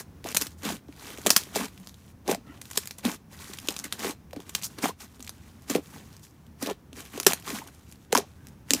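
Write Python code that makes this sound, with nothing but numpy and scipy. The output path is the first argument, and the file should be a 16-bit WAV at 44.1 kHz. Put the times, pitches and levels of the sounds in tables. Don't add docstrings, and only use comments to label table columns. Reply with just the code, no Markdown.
import sys
import numpy as np
from scipy import signal
from scipy.fft import rfft, irfft
from scipy.io import wavfile

SR = 44100
rng = np.random.default_rng(int(sys.argv[2]) if len(sys.argv) > 2 else 0)


def waveform_to_disk(signal):
    frames = np.transpose(np.atleast_2d(signal))
    scaled = np.clip(frames, -1, 1) * 32767
    samples = np.round(scaled).astype(np.int16)
    wavfile.write(sys.argv[1], SR, samples)


def to_linear_factor(level_db):
    exponent = np.asarray(level_db, float) / 20
    return 10 ** exponent


N = 388080
NEAR_S = 0.0026


def rms_one(x):
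    return x / np.sqrt(np.mean(x ** 2) + 1e-20)


def band(x, low_hz, high_hz, order=2):
    edges_hz = [low_hz, min(high_hz, 0.45 * SR)]
    return signal.sosfilt(signal.butter(order, edges_hz, "band", fs=SR, output="sos"), x)


def ring(clicks, hz, t60_s):
    r = to_linear_factor(-60 / (t60_s * SR))
    w = 2 * np.pi * hz / SR
    return signal.lfilter([0, np.sin(w)], [1, -2 * r * np.cos(w), r * r], clicks + 1e-18)


def drift(knots_per_s):
    knots = rng.standard_normal(int(N / SR * 40) + 3)
    return np.interp(np.arange(N) / SR * knots_per_s, np.arange(len(knots)), knots)


def place(times_s, shapes):
    out = np.zeros(N + SR)
    at = np.round(times_s * SR).astype(int)[:, None] + np.arange(shapes.shape[1])
    np.add.at(out, at, shapes)
    return out[:N]


# pitch_hz, density_db (per Hz)
ROOM_SPECTRUM = [(15, -44), (25, 4), (53, 8.5), (76, 12), (212, 6.5), (575, -11), (1040, -13),
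                 (2550, -22.5), (4610, -28), (5570, -25), (7710, -30.5), (14800, -29), (16000, -13.5)]


def room_tone(noise_db=-51, waver_db=1.5, waver_per_s=4, hum_hz=80, hum_db=-59, hum_half_width_hz=8):
    hz = np.fft.rfftfreq(N, 1 / SR) + 1
    points = np.array(ROOM_SPECTRUM)
    colour = to_linear_factor(np.interp(np.log(hz), np.log(points[:, 0]), points[:, 1]))
    noise = rms_one(irfft(rfft(rng.standard_normal(N)) * colour, N))
    hum = rms_one(band(rng.standard_normal(N), hum_hz - hum_half_width_hz, hum_hz + hum_half_width_hz))
    return to_linear_factor(noise_db + waver_db * drift(waver_per_s)) * noise + to_linear_factor(hum_db) * hum


# start_s, length_s, pitch_hz, level_db (rms at the top of the swell)
ROUGH_TONES = [(2.455, .07, 284, -49), (2.5, .06, 1000, -64), (2.44, .11, 1370, -58),
               (2.46, .08, 1920, -60), (2.46, .09, 2850, -62), (1.72, .22, 197, -51), (8.33, .2, 1570, -69),
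               (4.88, .045, 1000, -39), (7.615, .018, 900, -42), (3.835, .03, 2050, -41),
               (5.92, .025, 900, -56)]


def rough_tones():
    out = np.zeros(N)
    for start_s, length_s, hz, level_db in ROUGH_TONES:
        swell = np.sin(np.pi * np.clip((np.arange(N) / SR - start_s) / length_s, 0, 1))
        widen_hz = 0.5 / length_s
        tone = band(rng.standard_normal(N), hz * 0.95 - widen_hz, hz * 1.05 + widen_hz)
        out += to_linear_factor(level_db) * swell * rms_one(tone)
    return out


def close_microphone(x, bass_cut_hz=218, presence_hz=6500, width_hz=2300, presence_db=2.1):
    x = signal.sosfilt(signal.butter(4, bass_cut_hz, "high", fs=SR, output="sos"), x)
    presence = band(x, presence_hz - width_hz / 2, presence_hz + width_hz / 2, order=1)
    return x + (to_linear_factor(presence_db) - 1) * presence


# delay_s, level_db (re direct)
FARTHER_ECHOES = [(.0073, -19), (.0102, -19)]
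# pitch_hz, t60_s, level_db (relative energy)
TAIL_BANDS = [(300, 0.3, -23), (900, 0.078, -25), (2700, 0.23, -14.5), (5840, 0.12, -14.5),
              (11000, 0.073, -8)]


def room(x):
    t = np.arange(SR // 2) / SR
    response = np.zeros(len(t))
    for delay_s, level_db in FARTHER_ECHOES:
        response[round(delay_s * SR)] += to_linear_factor(level_db)
    for hz, t60_s, level_db in TAIL_BANDS:
        onset = 1 - np.exp(-t / 0.001)
        dying = band(rng.standard_normal(len(t)), hz / 1.4, hz * 2.2) * to_linear_factor(-60 * t / t60_s) * onset
        energy = np.sum(dying ** 2) / min(hz * 2 / SR, 1)
        response += to_linear_factor(level_db) * dying / np.sqrt(energy)
    return x + signal.fftconvolve(x, response)[:N]


# pitch_hz, level_db (gain into the mode), t60_s
TABLE_MODES = [(183, -29, 0.023), (285, -46, 0.016)]


def table(x):
    return x + sum(to_linear_factor(level_db) * ring(x, hz, t60_s) for hz, level_db, t60_s in TABLE_MODES)


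# start_s, length_s, level_db (base), wetness_db, hollow_hz
HAND_STROKES = [(0.0, 0.0079, -36.5, -2.5, 390), (0.265, 0.049, -39.5, 3.5, 407),
                (0.366, 0.096, -44.5, -5, 400), (0.494, 0.042, -58, -1.5, 250),
                (0.586, 0.042, -66, -7.5, 210), (0.643, 0.062, -33.5, 5, 250), (0.694, 0.059, -37, 2, 290),
                (0.897, .08, -69, 0.5, 239), (1.028, 0.48, -48, 1.5, 320), (1.273, 0.0052, -27, 5, 355),
                (1.309, 0.021, -41, -11.5, 330), (1.368, 0.047, -41, -5.5, 590),
                (1.45, 0.068, -69, -9, 300), (1.56, 0.086, -31, 4, 315), (1.694, 0.42, -62, -1, 210),
                (2.293, 0.041, -30.5, 6.5, 414), (2.48, 0.14, -55.5, 6.5, 240),
                (2.653, 0.29, -57.5, -3.5, 230), (2.758, 0.08, -49, -4.5, 510),
                (2.878, 0.044, -62, -3, 230), (2.991, 0.011, -51, -1, 240), (3.051, 0.053, -33.5, 5.5, 261),
                (3.089, 0.057, -39, 1, 280), (3.329, 0.071, -52, 1.5, 228), (3.41, .16, -47, 0, 324),
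                (3.617, 0.19, -50.5, 1, 300), (3.711, 0.0078, -41.5, 6.5, 490), (3.766, 0.15, -53, 3, 260),
                (3.853, 0.013, -43, 1.5, 400), (3.93, 0.13, -50, 2.5, 350), (3.994, 0.079, -41.5, 0.5, 350),
                (4.038, 0.071, -32, 3, 380), (4.364, 0.044, -54, 12, 300), (4.416, 0.2, -55.5, 2.5, 260),
                (4.553, 0.04, -47, -2, 674), (4.645, 0.011, -51.5, -22.5, 240),
                (4.707, 0.21, -57.5, 1.5, 230), (4.788, 0.0039, -39, 7, 294), (4.835, 0.055, -32, 3, 486),
                (5.007, 0.051, -48, -0.5, 280), (5.09, 0.74, -61, 1.5, 220),
                (5.707, 0.053, -34.5, 1.5, 340), (5.754, 0.022, -39, 15.5, 394),
                (5.84, 0.3, -57.5, -1, 260), (5.939, .09, -54, 6, 282), (6.102, 0.13, -63.5, 1.5, 218),
                (6.234, 0.065, -68.5, -14, 220), (6.301, 0.18, -72, 0.5, 220),
                (6.623, 0.045, -39.5, 0, 300), (6.665, 0.046, -35, 7.5, 370),
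                (6.973, 0.082, -44.5, 1.5, 400), (7.052, 0.097, -54.5, 0, 285), (7.139, 0.082, -43, 2, 310),
                (7.21, 0.045, -66, -5, 450), (7.283, 0.032, -31, 2.5, 424), (7.35, 0.069, -51, 0, 400),
                (7.477, 0.11, -36, 1, 275), (7.598, 0.093, -49, 4.5, 255), (7.72, 0.33, -62, 0, 210),
                (8.14, 0.073, -37.5, 9, 450), (8.27, 0.26, -63.5, 2.5, 226), (8.717, 0.11, -41, 1, 277)]
# offset_db (re base), wetness_share (dB per dB),
# sag_db (over a stroke), rest_db (slime at rest)
PART_RULES = [(-0.5, -1.055, 5.5, -81), (-1.43, -0.28, 5.5, -84.5), (-2.5, 1.07, 4, -71)]


def strokes(rise_s=0.025, rise_share=0.3, fall_s=0.035, fall_share=0.15, rest_hollow_hz=210):
    start_s, length_s, level_db, wet_db, hollow_hz = np.transpose(HAND_STROKES)[:, :, None]
    s = np.arange(0, N + 64, 64) / SR
    now_s = np.arange(N) / SR
    before_s = np.maximum(start_s - s, 0)
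    after_s = np.maximum(s - start_s - length_s, 0)
    rise = before_s / (rise_s + rise_share * length_s)
    fall = after_s / (fall_s + fall_share * length_s)
    edges_db = -30 * (rise + fall)
    done = np.clip((s - start_s) / length_s, 0, 1)
    levels_db = []
    for offset_db, share, sag_db, rest_db in PART_RULES:
        power = to_linear_factor(level_db + offset_db + share * wet_db - sag_db * done + edges_db) ** 2
        rest = to_linear_factor(rest_db) ** 2
        total = power.sum(0) + rest
        levels_db.append(np.interp(now_s, s, 10 * np.log10(total)))
    hollow = ((power * hollow_hz).sum(0) + rest * rest_hollow_hz) / total
    return levels_db, np.interp(now_s, s, hollow)


# low_hz, high_hz, rate_per_s, size_spread_db,
# decay_cycles (to 1/e)
GRAIN_PARTS = [(4100, 19600, 13000, 3.5, 1.0), (806, 4110, 3000, 3.5, 1.7), (157.3, 1000, 700, 3.5, 1.8)]


def tack(levels_db, hollow_hz, pitches=10, tilt_db_per_octave=-0.3, hollow_octaves=0.48, hollow_db=9,
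         clump_db=2.3, clumps_per_s=38.0, near_db=-16.5):
    out = np.zeros(N)
    clumps_db = clump_db * drift(clumps_per_s)
    for level_db, (low_hz, high_hz, per_s, spread_db, cycles) in zip(levels_db, GRAIN_PARTS):
        born = rng.random(N) < per_s / SR
        size_db = spread_db * np.minimum(rng.exponential(1, N), 5)
        snaps = born * to_linear_factor(size_db) * rng.choice([-1, 1], N)
        dealt = rng.integers(0, pitches, N)
        grains, power = 0, 0
        for k, hz in enumerate(np.geomspace(low_hz * 1.1, high_hz, pitches)):
            favour = np.exp(-0.5 * (np.log2(hz / hollow_hz) / hollow_octaves) ** 2)
            gain = to_linear_factor(hollow_db * favour + tilt_db_per_octave * np.log2(hz / low_hz))
            t60_s = np.log(1000) * cycles / hz
            grains = grains + gain * rms_one(ring(snaps * (dealt == k), hz, t60_s))
            power = power + gain ** 2
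        grains = band(grains / np.sqrt(power), low_hz / 1.026, high_hz * 1.2)
        out += grains * to_linear_factor(level_db + clumps_db)
    lag = round(NEAR_S * SR)
    out[lag:] += to_linear_factor(near_db) * out[:-lag]
    return out


# start_s, level_db (envelope peak at source), pitch_hz (settled)
POCKET_PLOPS = [(0.249, -27.5, 332), (0.259, -26.5, 650), (0.287, -39, 315), (0.413, -30.5, 290),
                (0.462, -37.5, 272), (0.632, -34, 250), (0.653, -26, 265), (0.688, -27, 894),
                (0.722, -32.5, 283), (0.887, -33.5, 280), (1.107, -36.5, 310), (1.176, -50, 221),
                (1.184, -32.5, 348), (1.204, -48, 232), (1.262, -15, 540), (1.267, -15, 345),
                (1.302, -40, 363), (1.362, -47, 840), (1.56, -21.5, 412), (1.566, -22.5, 402),
                (1.604, -26.5, 225), (2.28, -18.5, 330), (2.294, -26, 355), (2.302, -27, 496),
                (2.314, -17.5, 467), (2.348, -25.5, 613), (2.375, -38, 269), (2.775, -24, 425),
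                (3.051, -17, 246), (3.082, -24, 288), (3.095, -28.5, 910), (3.105, -37, 299),
                (3.685, -23, 325), (3.993, -39, 221), (4.046, -20, 400), (4.09, -43, 304),
                (4.102, -42, 872), (4.332, -30, 514), (4.364, -26.5, 292), (4.785, -33, 286),
                (4.834, -20.5, 260), (4.852, -25, 285), (4.856, -16, 730), (5.195, -39.5, 252),
                (5.699, -20, 274), (5.718, -33, 226), (5.751, -34, 465), (5.782, -22, 321),
                (6.625, -23, 260), (6.67, -29, 300), (6.686, -22, 362), (6.699, -24.5, 426),
                (6.71, -20.5, 375), (6.928, -39.5, 257), (7.137, -36, 250), (7.151, -33.5, 272),
                (7.176, -24.5, 364), (7.202, -32, 354), (7.265, -7, 369), (7.293, -44, 463),
                (7.506, -30, 410), (7.529, -30.5, 213), (7.673, -45, 255), (8.128, -10, 445),
                (8.152, -7, 970), (8.154, -21.5, 244), (8.169, -23, 1000), (8.177, -20, 610),
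                (8.182, -16, 385), (8.708, -21, 269), (8.733, -21.5, 282), (8.749, -24, 280)]


def plops(peak_cycles=1.25, fall=2.6, fall_cycles=0.38, rough=0.55):
    start_s, level_db, hz = np.transpose(POCKET_PLOPS)[:, :, None]
    t = np.arange(1300) / SR
    turns = hz * t + fall * fall_cycles * (1 - np.exp(-hz * t / fall_cycles))
    wobble = np.cumsum(rng.standard_normal((len(POCKET_PLOPS), len(t))), axis=1)
    turns = turns + rough * wobble * np.sqrt(hz / SR) / 10
    age = t * hz / peak_cycles
    envelope = np.e * age * np.exp(-age)
    return place(start_s[:, 0], to_linear_factor(level_db) * envelope * np.sin(2 * np.pi * turns))


def small_cracks(film_db, count=700, per_s=40.0, above_film_db=16, spread_db=5.5, max_db=-22,
                 low_hz=1900, high_hz=9650, echo_db=-11):
    gap, size, pitch = rng.random((count, 3)).T
    start_s = np.cumsum(-np.log(1 - gap)) / per_s
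    film_now_db = film_db[np.minimum(start_s * SR, N - 1).astype(int)]
    level_db = film_now_db + above_film_db + spread_db * (2 * size - 1)
    hz = low_hz * (high_hz / low_hz) ** pitch
    return np.c_[np.minimum(start_s, N / SR), np.minimum(level_db, max_db), hz, 0 * start_s + echo_db]


# start_s, level_db (at source), pitch_hz,
# echo_db (near echo re crack, capped in cracks)
POCKET_CRACKS = [(0.2424, -23, 3740, -3.5), (0.2653, -30, 6730, -6), (0.2784, -35, 3470, 2),
                 (0.2878, -15.5, 2940, -10), (0.3064, -29, 7700, 12), (0.3166, -21, 8060, -6),
                 (0.3247, -26, 2920, -2), (0.3469, -8, 7330, -3), (0.3536, -15.5, 7240, -3),
                 (0.3664, -6, 7100, -10.5), (0.3698, 0.5, 8730, -4), (0.4063, -23, 2990, 0),
                 (0.413, -8.5, 14000, -5), (0.42, -5.5, 12700, -5), (0.461, -32, 2380, -8),
                 (0.4683, -16.5, 10100, -6), (0.632, -26, 5480, 4), (0.6506, -19, 4150, -3),
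                 (0.6876, -24, 3540, 3), (0.7224, -26, 3140, 0), (0.767, -31, 3510, -8),
                 (0.8842, -44, 3690, -21), (0.9254, -37, 2380, -10), (0.9961, -33, 4420, -3),
                 (1.104, -27, 3070, -9), (1.134, -32, 3590, -4), (1.175, -25.5, 2410, -10),
                 (1.1847, -26, 6590, -6), (1.216, -28, 6690, -6), (1.253, -27, 11500, -4),
                 (1.264, -5.5, 3400, -12), (1.269, -2, 3160, -10), (1.294, -12, 9490, -3),
                 (1.3042, 5, 6800, -7), (1.3314, -14, 12400, -2), (1.364, 3, 5770, -1),
                 (1.379, -11, 6120, -6), (1.4356, -25, 3420, -9), (1.5517, -24, 3220, -3),
                 (1.5571, -14, 4440, 1), (1.5646, -12, 4070, -6), (1.574, -22, 3530, -2),
                 (1.6044, -23, 2840, 0), (1.6558, -24, 5520, -2), (1.6821, -31.5, 2440, 0),
                 (1.777, -35, 2830, -3), (1.7993, -35, 11100, -6), (1.8724, -24, 4910, -14),
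                 (1.8886, -31, 4930, -14), (1.894, -30.5, 4110, -7), (1.9428, -34.5, 3710, -10),
                 (2.1027, -47.5, 2470, -10), (2.2785, -15.5, 5580, -4), (2.2944, -24, 5180, -3),
                 (2.3018, -16, 7750, -3), (2.3129, -12, 6890, 9), (2.3475, -15, 4700, -15.5),
                 (2.575, -42, 3050, -5.5), (2.615, -22, 9000, -0.5), (2.655, -29.5, 3990, -3),
                 (2.7024, -29, 13100, -8), (2.7116, -22.5, 7100, 2), (2.7326, -24, 13400, -8),
                 (2.7578, -23, 7500, 3), (2.7738, -4, 4970, 12), (2.8314, -40, 14300, -8),
                 (2.8565, -22.5, 8550, -4), (2.8737, -13, 14100, -15), (2.9095, -18, 4100, -5),
                 (2.9832, -25, 13300, 2), (3.0518, -13.5, 3450, -4), (3.0834, -29, 3560, -5.5),
                 (3.096, -28, 2970, -6), (3.1164, -20, 4870, -7), (3.3144, -43, 3050, -8),
                 (3.3323, -45, 3100, -5.5), (3.3906, -35, 3630, -11), (3.4626, -39, 3060, -6),
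                 (3.5349, -25.5, 3830, 5), (3.574, -27, 4990, -14), (3.5865, -20.5, 2920, -5),
                 (3.6003, -26, 5360, -17), (3.63, -39, 2860, -6), (3.6735, -20.5, 5710, -10),
                 (3.686, -8.5, 2870, -4.5), (3.706, -17, 7310, -4), (3.7236, -20, 5570, -13),
                 (3.7417, -26, 5100, -14), (3.765, -16, 3540, -5), (3.7834, -25, 7260, -19.5),
                 (3.7903, -17, 6750, -9), (3.7985, -19, 6300, -18), (3.8411, -15.5, 8300, 10),
                 (3.925, -11.5, 3720, -3.5), (3.9304, -26, 3820, -2), (3.9903, -31, 7030, -6),
                 (4.001, -28, 7060, -9), (4.0253, -32, 3580, -1), (4.0461, -17, 2450, -8),
                 (4.0914, -28.5, 5320, 1.5), (4.3092, -37, 2520, -7.5), (4.3311, -30, 2650, -1),
                 (4.362, -32.5, 2460, -4), (4.4026, -28, 3420, -10), (4.4209, -39, 3000, -6),
                 (4.4935, -22, 10300, 2.5), (4.5501, -7.5, 3900, 3), (4.566, -32, 3630, -6),
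                 (4.616, -28, 2620, -4), (4.6239, -21, 13500, -6), (4.6334, -21, 3660, 4),
                 (4.6409, -26, 6520, -9), (4.7855, -26, 4060, -6), (4.825, -24, 4550, -12),
                 (4.8542, -21, 4730, 6), (4.8564, -18.5, 2930, -6), (5.004, -31, 2730, 2),
                 (5.1952, -34, 7240, -19), (5.2044, -31, 3540, 0), (5.2264, -24, 6200, -10),
                 (5.245, -30, 6890, 2), (5.2666, -28, 6160, -18), (5.2757, -27, 2400, 4),
                 (5.2937, -17.5, 9100, -9), (5.6214, -37, 5900, -10), (5.6985, -12.5, 5500, 7),
                 (5.716, -21, 8100, -4), (5.7501, -12.5, 2450, -10), (5.7608, -16.5, 2840, -9),
                 (6.1666, -33, 6270, -11.5), (6.195, -37.5, 7600, -5), (6.4662, -43.5, 3110, -7),
                 (6.6254, -13.5, 4520, -1.5), (6.6608, -22, 2690, 3), (6.6709, -19, 3550, -11),
                 (6.6994, -21.5, 2780, -7), (6.7102, -29, 2630, -8), (6.7308, -38, 3540, -11),
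                 (6.93, -29, 2790, -8.5), (7.005, -23, 9370, -1.5), (7.0744, -43, 6980, -9),
                 (7.159, -31, 2750, -9), (7.1762, -25, 2780, 2), (7.2002, -7.5, 6340, -8.5),
                 (7.231, -18, 6760, 3), (7.2482, -22, 11800, -13), (7.2654, 4.5, 3270, 5),
                 (7.2822, -16, 6570, -15), (7.3093, -18, 14500, -2), (7.3217, -11, 2440, -17),
                 (7.3336, -2, 10900, -19), (7.399, -30, 11700, -6), (7.4243, -31.5, 2860, -4),
                 (7.466, -32, 2990, -6), (7.5044, -23, 3640, -1), (7.6743, -26.5, 5980, -3),
                 (7.9146, -34, 10900, -9), (7.9242, -28.5, 11100, -8), (7.9574, -42.5, 4320, -5),
                 (8.123, -18.5, 3800, -3), (8.127, -3, 4140, -20), (8.15, -3.5, 6400, -17),
                 (8.156, -8, 5440, -12), (8.1682, -12, 2760, -4), (8.1757, -4.5, 6400, -7),
                 (8.1832, -11.5, 6240, -2), (8.1984, -29, 2760, 1.5), (8.47, -27, 13800, -17.5),
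                 (8.4852, -34, 6200, -9), (8.7068, -0.5, 4300, -17), (8.7353, 1, 5540, -21),
                 (8.7478, -12.5, 5300, -10)]


def cracks(rows, spray_db=-4.0, spray_cutoff_hz=12500, spray_s=0.00065, tear=0.51, echo_pitch_ratio=1.7,
           max_echo_db=2, decay_cycles=1.2, rise_s=0.00008):
    start_s, level_db, hz, echo_db = np.transpose(rows)[:, :, None]
    t = np.arange(500) / SR
    noise = rng.standard_normal((len(rows), 2, len(t)))
    spray = signal.lfilter(*signal.butter(1, spray_cutoff_hz, fs=SR), noise)
    lasting_s = spray_s * (1 + tear * to_linear_factor(level_db))

    def crack(ring_hz, spray_noise):
        ringing = np.sin(2 * np.pi * ring_hz * t) * np.exp(-t * ring_hz / decay_cycles)
        sprayed = to_linear_factor(spray_db) * spray_noise * np.exp(-t / lasting_s)
        return (ringing + sprayed) * (1 - np.exp(-t / rise_s))

    direct = to_linear_factor(level_db) * crack(hz, spray[:, 0])
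    echo = to_linear_factor(level_db + np.minimum(echo_db, max_echo_db)) * crack(hz * echo_pitch_ratio, spray[:, 1])
    return place(start_s[:, 0], direct) + place(start_s[:, 0] + NEAR_S, echo)


def scene():
    levels_db, hollow_hz = strokes()
    bursts = cracks(POCKET_CRACKS) + plops() + cracks(small_cracks(levels_db[0]))
    slime = bursts + tack(levels_db, hollow_hz)
    heard = close_microphone(room(table(slime)))
    return (heard + rough_tones() + room_tone())[None]


def low_pass(x):
    return signal.sosfilt(signal.butter(12, 16430, fs=SR, output="sos"), x)


def record(dry):
    clipped = np.clip(dry, -1, 1)
    cut = signal.sosfilt(signal.cheby2(10, 50, 16300, fs=SR, output="sos"), clipped)
    cut = signal.sosfilt(signal.butter(2, 60, "high", fs=SR, output="sos"), cut)
    return low_pass(np.clip(cut, -1, 1))


dry = scene()
out = record(dry)
waveform_to_disk(out)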